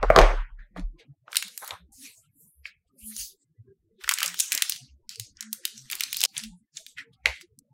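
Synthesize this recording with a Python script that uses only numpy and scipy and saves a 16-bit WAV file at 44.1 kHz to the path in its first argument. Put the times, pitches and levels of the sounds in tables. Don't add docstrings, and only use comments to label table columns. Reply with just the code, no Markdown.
import sys
import numpy as np
from scipy import signal
from scipy.fft import rfft, irfft, next_fast_len
from scipy.io import wavfile
from scipy.ndimage import uniform_filter1d

SR = 44100
rng = np.random.default_rng(int(sys.argv[2]) if len(sys.argv) > 2 else 0)


def generate_wav(signal):
    frames = np.transpose(np.atleast_2d(signal))
    scaled = np.clip(frames, -1, 1) * 32767
    pcm = np.round(scaled).astype(np.int16)
    wavfile.write(sys.argv[1], SR, pcm)


N = 340893

CUTS_S = [.585, 1.92, 6.26, 6.965, 7.593]


def amp(db):
    return 10 ** (np.asarray(db) / 20)


def unit(x):
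    return x / np.sqrt(np.mean(x ** 2) + 1e-20)


def along(points, hz):
    f, v = np.transpose(points)
    return np.interp(np.log(hz + 1), np.log(f + 1), v)


def filtered(x, response):
    m = next_fast_len(N + SR // 2)
    return irfft(rfft(x, m) * response(np.fft.rfftfreq(m, 1 / SR)), m)[..., :N]


def place(times, sounds):
    out = np.zeros(N + SR)
    for s, sound in zip(times, sounds.T):
        out[round(s * SR):][:len(sound)] += sound
    return out[:N]


def patchy(size, depth_db, wide, long):
    z = signal.stft(rng.standard_normal(N + SR), nperseg=size)[2]
    field = uniform_filter1d(rng.standard_normal(z.shape), size=wide, axis=0)
    field = uniform_filter1d(field, size=long, axis=1)
    return signal.istft(z * amp(depth_db * unit(field)), nperseg=size)[1][:N]


def swells(t, s, db, rise, fall, bend):
    span_db = 40
    late = t - s[:, None]
    rising = -late / np.abs(rise)[:, None]
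    falling = np.abs(late / fall[:, None]) ** bend
    slope = np.where(late < 0, rising, falling)
    same_moment = np.digitize(s, CUTS_S)[:, None] == np.digitize(t, CUTS_S)
    return amp(db[:, None] - span_db * slope) ** 2 * same_moment


def peaked(hz, peak_hz, below_db, above_db):
    round_octaves = 0.072
    octaves = np.log2((hz[:, None] + 1) / peak_hz)
    below = below_db * np.logaddexp(0, -octaves / round_octaves)
    above = above_db * np.logaddexp(0, octaves / round_octaves)
    gain = amp(-round_octaves * (below + above))
    gain = gain / (1 + (450 / (hz[:, None] + 1)) ** 4)
    return gain / np.sqrt(np.mean(gain ** 2, axis=0))


def bursts(gains, t60):
    t = np.arange(1024)[:, None] / SR
    shape = amp(-60 * t / t60) + 1.4 * amp(-60 * t / (9.7 * t60))
    burst = shape * rng.standard_normal((len(gains), len(t))).T
    return gains * burst / np.linalg.norm(burst, axis=0) * np.sqrt(.003 * SR)


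def rumble():
    # (frequency [Hz], relative level [dB])
    spectrum = [(20, -18), (100, -8.5), (230, -10), (450, -19.5), (800, -26.5), (1400, -27.5),
                (2600, -34.5), (3500, -88.5)]
    noise = patchy(size=2048, depth_db=10.5, wide=4, long=3)
    return amp(-66.5) * unit(filtered(noise, lambda hz: amp(along(spectrum, hz))))


def stand():
    # (time of peak [s], level [dB], frequency [Hz], rise [s], fall [s])
    bumps = [(.09, -20, 39, 0.19, .3), (.225, -10, 35.3, 0.09, 0.23), (.41, -24.5, 34, 0.92, 0.11),
             (0.528, -38, 34.7, 0.043, 0.31), (.61, -39.5, 35.5, 0.25, .12), (0.851, -25, 36.2, .13, 0.14),
             (7.3, -36, 64.4, 0.11, 0.07)]
    s, db, hz, rise, fall = np.transpose(bumps)
    power = swells(np.arange(N) / SR, s, db, rise, fall, bend=1) + 1e-30
    pace_hz = hz @ power / power.sum(axis=0)
    return np.sqrt(2 * power.sum(axis=0)) * np.sin(2 * np.pi * np.cumsum(pace_hz) / SR)


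def rustle():
    # (time of peak [s], relative level [dB], strongest [Hz], rise [s], fall [s])
    box_tails = [(.035, -15.5, 463, 0.023, 0.044), (.11, -16.5, 510, 0.027, 0.021),
                 (.18, -11.5, 574, 0.066, 0.25), (.24, -21.5, 1300, 0.33, 0.33),
                 (.77, -39.5, 603, 0.027, 0.11), (.998, -54.5, 500, 0.026, 0.13),
                 (1.285, -50.5, 1110, 0.044, .12), (1.626, -38.5, 980, 0.018, 0.082),
                 (1.715, -38, 1250, 0.17, 0.14), (4.25, -43.5, 600, 0.02, 0.07),
                 (4.555, -50, 600, 0.017, 0.084), (6.24, -43.5, 800, 0.049, 0.13),
                 (7.265, -26.5, 750, 0.019, 0.077)]
    card_slides = [(1.6, -47.5, 11400, 0.17, 0.3), (1.93, -57.5, 11620, 0.066, .4),
                   (2.03, -44.5, 8800, 0.35, .24), (2.18, -57, 9000, 0.23, 0.17),
                   (2.41, -52.5, 12210, 0.15, 0.33), (2.99, -50, 10440, 0.031, .3),
                   (3.08, -37, 11840, 0.14, 0.15), (3.203, -28.5, 4940, 0.13, 0.16),
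                   (6.58, -68, 8900, 0.13, 0.12)]
    dull_flicks = [(.59, -57, 1600, 0.012, 0.27), (.772, -41.5, 2000, .025, 0.092),
                   (.995, -49, 2240, 0.026, .12), (2.06, -49, 2100, 0.17, 0.18),
                   (2.25, -64.5, 2302, 0.12, .15), (2.664, -40.5, 2048, .04, 0.11),
                   (3.03, -56, 2350, 0.11, 0.12), (3.12, -52.5, 1990, 0.061, 0.13),
                   (5.39, -56, 1500, 0.054, .2), (5.43, -48, 1520, 0.14, 0.14),
                   (5.54, -55.5, 1450, 0.053, 0.14), (5.66, -51.5, 1740, 0.11, .15),
                   (5.86, -64, 1360, .08, 0.16), (6.985, -36, 1820, 0.038, 0.11),
                   (7.268, -25.5, 1900, 0.023, 0.13), (7.36, -43, 1967, .2, 0.14)]
    bright_rubs = [(.795, -57, 5000, 0.047, 0.098), (1.367, -42, 4820, 0.11, 0.21),
                   (1.442, -42.5, 4730, 0.22, 0.3), (1.33, -45.5, 1600, .06, 0.24),
                   (1.69, -45.5, 5500, .25, 0.12), (2.05, -43.5, 4050, 0.094, 0.17),
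                   (2.88, -67, 3490, .05, 0.09), (3.43, -63, 6690, 0.3, .07),
                   (4.011, -49.5, 1906, 0.026, 0.6), (4.106, -40, 3400, 0.16, 0.79),
                   (4.19, -40, 3500, 0.22, 0.195), (4.24, -29.5, 2270, 0.15, 0.22),
                   (4.41, -34, 7000, .15, 0.35), (4.54, -37.5, 2070, .16, 0.36),
                   (4.714, -39, 4547, .5, 0.33), (5.103, -41.5, 4850, 0.014, 0.2),
                   (5.208, -46.5, 5200, 0.093, 0.27), (5.542, -50.5, 9200, 0.075, 0.15),
                   (5.667, -53, 5220, 0.3, 0.35), (5.78, -49, 5030, .3, 0.47),
                   (5.922, -38.5, 1780, 0.039, 0.22), (6.026, -40, 3480, 0.27, 0.38),
                   (6.18, -39, 5500, 0.28, .4), (6.256, -33, 5170, .15, .3), (6.29, -56.5, 5000, .15, 0.26),
                   (6.38, -34.5, 3000, .08, .13), (6.44, -41.5, 3200, 0.065, 0.084),
                   (6.775, -43, 5670, 0.064, .13), (6.8, -59, 7150, .1, 0.22),
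                   (6.884, -52, 7000, 0.037, 0.14), (7.135, -58, 3500, 0.0222, .06),
                   (7.415, -45, 5240, 0.028, 0.045)]
    # (start [s], end [s])
    crinkling_s = [(1.3, 1.75), (4.03, 4.8), (5.08, 6.45)]
    # (swells, fall below peak [dB/octave], fall above a 4 kHz peak [dB/octave],
    # exponent steepening the latter with peak frequency, bend of the fall in time: above 1 slow first, then faster)
    colours = [(box_tails, 5.7, 16, 0.0088, 1.2), (card_slides, 17.3, 2.6, 2.7, 1.42),
               (dull_flicks, 35, 12.95, .01, 1.075), (bright_rubs, 9, 11, 0.82, 1.05)]
    coloured = [(*row, *colour) for rows, *colour in colours for row in rows]
    s, db, peak_hz, rise, fall, below_db, above_db, steepens, bend = np.transpose(coloured)
    above_db = above_db * (peak_hz / 4000) ** steepens
    frames = np.arange(0, N + 256, 128) / SR
    power = swells(frames, s, db, rise, fall, bend[:, None])

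    t = np.arange(N) / SR
    grip_db = np.interp(t, frames, 10 * np.log10(power.sum(axis=0) + 1e-30))
    creasing = sum((t > a) & (t < b) for a, b in crinkling_s)
    pops_per_s = 260 * np.clip((grip_db + 57) / 20, 0, 1) * creasing
    pops = (rng.random(N) < pops_per_s / SR) * amp(1.8 * rng.exponential(size=N))
    crease = amp(-60 * np.arange(SR // 100) / SR / .006)
    envelope = 1 + signal.fftconvolve(pops, crease)[:N]
    hiss = envelope * patchy(size=256, depth_db=4, wide=5, long=20)

    hz, _, z = signal.stft(hiss, SR, nperseg=256)
    gain = np.sqrt(peaked(hz, peak_hz, below_db, above_db) ** 2 @ power[:, :z.shape[1]])
    return amp(-4.0) * signal.istft(z * gain, SR, nperseg=256)[1][:N]


def knocks():
    # (time [s], relative level [dB], crack relative to box tone [dB])
    blows = [(0.029, -21, -12), (.102, -7, -30), (.162, -5.5, -5.5), (.177, -10.5, -26), (.188, -5.5, -5.5),
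             (.194, -24.5, 4), (.215, -14.5, -8.5), (.763, -37, -21.5), (0.796, -50.5, 6.5),
             (1.279, -53.5, -18), (1.621, -51.5, 1), (1.708, -63, -12), (4.248, -61, -14),
             (4.551, -66, -22.5), (6.238, -54, -6), (7.256, -36, -30), (7.269, -58, -8)]
    # (frequency [Hz], width [Hz], relative level [dB])
    resonances = [(110, 63, -9), (320, 120, -7.5), (490, 320, -1.5), (650.2, 250, 5), (806, 250, -3.5),
                  (1130, 200, -1.5), (2180, 690, -15.5)]
    s, db, crack_db = np.transpose(blows)

    def hollow(f):
        return sum((-1) ** k * amp(g) * 1j * f * w / (c * c - f * f + 1j * f * w)
                   for k, (c, w, g) in enumerate(resonances))

    def surface(f):
        resonance = 1j * f * 4000 / (3500 ** 2 - f * f + 1j * f * 4000)
        return resonance / (1 + (1j * f / 6200)) ** 3

    push = signal.get_window("hann", Nx=14)[:, None] * amp(db + 21)
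    rough = bursts(amp(db + 9.5), t60=0.0027)
    tone = filtered(place(s, push) + place(s, rough), hollow)
    crack = place(s, bursts(amp(db + crack_db + 10), t60=0.001))
    return tone + filtered(crack, surface)


def room(x):
    # (frequency [Hz], t60 [s])
    decay = [(200, 0.22), (700, .25), (2000, 0.31), (8000, 0.37), (16000, 0.089)]
    cuts = np.r_[np.round(np.multiply(CUTS_S, SR)).astype(int), 2 * N]
    out = np.zeros(N + SR)
    edges = np.unique(np.r_[np.arange(0, N, SR // 4), cuts[:-1], N])
    for a, b in zip(edges[:-1], edges[1:]):
        hz, t, z = signal.stft(rng.standard_normal(SR // 2), SR, nperseg=256)
        tail = signal.istft(z * amp(-60 * t / along(decay, hz)[:, None]), SR, nperseg=256)[1]
        delayed = np.pad(x[a:b], (150, 0))
        wet = signal.fftconvolve(delayed, tail / np.linalg.norm(tail))
        wet = wet[:cuts[cuts >= b][0] - a]
        out[a:][:len(wet)] += wet
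    return out[:N]


def flickers():
    # (time of peak [s], frequency [Hz], level [dB], length [s])
    low_tones = [(0.793, 284, -34.5, 0.027), (0.797, 180.6, -34, 0.072), (1.016, 459, -54.5, 0.036),
                 (1.109, 139, -42, 0.053), (1.738, 91.2, -48.5, 0.037), (1.822, 175, -55.5, 0.077),
                 (1.844, 66.5, -51.5, 0.09), (2.607, 68.4, -53, .098), (3.038, 60, -46.5, 0.029),
                 (3.096, 216.6, -44, .16), (3.217, 44.9, -48.5, 0.088), (3.606, 110, -42, 0.046),
                 (3.997, 380, -53.5, 0.034), (4.058, 50.9, -52.5, 0.052), (4.307, 175, -52.5, .14),
                 (4.832, 129.9, -46.5, .052), (4.935, 67.4, -49.5, 0.11), (5.182, 450, -54, 0.032),
                 (5.214, 110, -39.5, 0.058), (5.489, 217.5, -44.5, 0.14), (5.762, 220, -51.5, 0.053),
                 (5.827, 131.7, -53, 0.13), (6.463, 219, -39, .1), (6.494, 41.6, -49.5, .11),
                 (6.538, 178.4, -46, 0.1), (7.078, 460, -57.5, .0765), (7.444, 353, -51.5, .036),
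                 (7.717, 134.6, -54.5, .031)]
    s, hz, db, length = np.transpose(low_tones)
    t = np.arange(-SR // 4, SR // 4)[:, None] / SR
    envelope = amp(db) * np.exp(-8 * (t / length) ** 2)
    return place(s + t[0], envelope * np.sin(2 * np.pi * hz * t))


def snaps():
    # (time [s], level [dB], strongest [Hz], fall above it [dB/octave])
    folds = [(1.2803, -40.5, 1200, 18), (1.3194, -44.5, 8520, 35.5), (1.3297, -31.5, 1570, 9),
             (1.3422, -41, 8720, 20), (1.3482, -33, 1374, 7), (1.3568, -22.5, 1480, 4.5),
             (1.3687, -12, 3790, 7), (1.425, -25, 2080, 6.5), (1.4817, -40, 4100, -5),
             (1.5769, -26, 13300, -1), (1.6458, -33.5, 9200, -0.5), (1.677, -28.5, 15610, -7),
             (1.7076, -28, 3065, 18.5), (2.6545, -29.5, 2224, 39.5), (3.1648, -31, 6360, 8.5),
             (4.0384, -37, 2340, 8.5), (4.0432, -31, 1703, 11), (4.0779, -25.5, 1382, 9),
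             (4.0916, -12.5, 2070, 6), (4.112, -19, 990, 1.5), (4.1166, -25, 1207, -3.5),
             (4.1203, -22, 1300, 6.5), (4.1382, -18.5, 8690, 17), (4.176, -30.5, 1930, 13),
             (4.1861, -23.5, 1785, 5), (4.2043, -23.5, 2300, 5.5), (4.2169, -26, 1175, 10),
             (4.23, -16, 1650, 2.5), (4.249, -38, 2120, 4), (4.2608, -21, 7900, 15.5),
             (4.2784, -25, 7650, 38), (4.3429, -32.5, 1400, 3.5), (4.3915, -26, 4870, 5),
             (4.3997, -17, 8340, 24.5), (4.4037, -14, 7440, 14), (4.5207, -16, 2300, 3),
             (4.5284, -21.5, 8370, 15), (4.5411, -29, 4840, 15), (4.5496, -18, 5750, 4.5),
             (4.5767, -20, 3210, 7), (4.622, -12, 1810, 2.5), (4.6965, -16.5, 3210, -1.7),
             (4.7005, -38.5, 3480, 10.5), (4.722, -23.5, 4070, 14), (4.7453, -41, 3770, 9.5),
             (4.7619, -37.5, 3760, 6), (5.0928, -31, 5150, 10.5), (5.1576, -37.5, 5440, 16),
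             (5.1976, -26, 4530, 3), (5.3698, -46, 5750, 29.5), (5.408, -27.5, 5300, 10),
             (5.426, -36.5, 5450, 16.5), (5.5292, -20.5, 7600, 1), (5.535, -42.5, 3200, -4),
             (5.6528, -18, 3830, 4.5), (5.6783, -37.5, 1800, 2), (5.778, -39, 7560, 42),
             (5.9005, -30.5, 2260, 4.5), (5.9136, -25, 1960, -2), (5.9223, -26, 1530, 2),
             (5.9302, -25, 2300, 8), (5.953, -28.5, 10900, 23), (5.9975, -33.5, 4480, 12),
             (6.0076, -18, 2184, 3), (6.021, -36.5, 1930, 12.5), (6.0357, -20.5, 3920, 10),
             (6.129, -20.5, 2130, -0.5), (6.145, -27, 3930, 14), (6.1631, -32.5, 4480, 22.5),
             (6.1687, -21.5, 3820, 0), (6.2001, -34.5, 4130, 14), (6.2057, -22, 1810, -0.5),
             (6.2151, -19.5, 4870, 11.5), (6.2309, -25.5, 2460, 4), (6.2377, -11.5, 1960, 1.5),
             (6.2508, -16, 4880, 12), (6.3669, -27.5, 2843, 15), (6.3791, -23.5, 10180, 47),
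             (6.3996, -37, 3000, 14), (6.437, -32.5, 2920, 6), (6.7697, -30, 7210, 59.5),
             (6.7763, -41, 3410, 41), (6.8646, -37, 3290, 9), (6.9832, -34, 2048, 28.5),
             (7.2578, -10, 1990, 14), (7.2692, -28.5, 2130, 17), (7.4117, -42.5, 2140, 6),
             (7.589, -45, 8700, 15)]
    s, db, hz, above_db = np.transpose(folds)
    below_db = (19.5 + 0.29 * np.maximum(above_db, 0)) * (2000 / hz) ** 0.74
    colour = peaked(np.fft.rfftfreq(1024, 1 / SR), hz, below_db, above_db)
    cepstrum = irfft(np.log(colour + 1e-5), axis=0)
    cepstrum[1:512] *= 2
    causal = np.exp(rfft(cepstrum[:513], 1024, axis=0))
    burst = bursts(np.ones(len(s)), t60=0.0017)
    sound = irfft(rfft(burst, axis=0) * causal, axis=0)
    same_energy = np.linalg.norm(burst, axis=0) / np.linalg.norm(sound, axis=0)
    return place(s, amp(db) * sound * same_energy)


def scene():
    box, crisp = knocks(), snaps()
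    wet = room(amp(-9) * box + amp(-13.0) * crisp)
    return (rumble() + stand() + rustle() + box + wet + flickers() + crisp)[None]


def record(dry):
    band_edges_hz = [0, 90, 170, 260, 350, 520, 700, 860, 1030, 1300, 1650, 2100, 2650, 3300, 4200, 5300,
                     6800, 8500, 10700, 13500, 23000]
    # (frequency [Hz], level [dB])
    resting = [(100, -91), (400, -89.5), (1000, -86.5), (2200, -87.5), (4000, -90.5), (16000, -104)]
    memory = 0.005
    after_loud_db = -27
    top_hz = 16900
    hz, t, z = signal.stft(dry[0], SR, nperseg=1024, noverlap=768)
    member = np.digitize(hz, band_edges_hz)
    same = member[:, None] == member
    band_mean = same / same.sum(axis=1, keepdims=True)
    power = uniform_filter1d(band_mean @ np.abs(z) ** 2, size=5, axis=1)
    moments = np.split(power, np.searchsorted(t, CUTS_S) + 1, axis=1)
    recent = np.hstack([signal.lfilter([memory], [1, memory - 1], part, axis=1) for part in moments])
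    threshold = amp(along(resting, hz))[:, None] ** 2 + amp(after_loud_db) ** 2 * recent
    gain = power ** 1.5 / (power ** 1.5 + threshold ** 1.5)
    kept = signal.istft(z * gain, SR, nperseg=1024, noverlap=768)[1][:N]
    hiss = amp(-96) * rng.standard_normal(N)
    clipped = np.clip(kept, -.92, .92)
    return filtered(clipped + hiss, lambda f: np.clip((top_hz - f) / 1300, 0, 1) ** 2)[None]


dry = scene()
out = record(dry)
generate_wav(out)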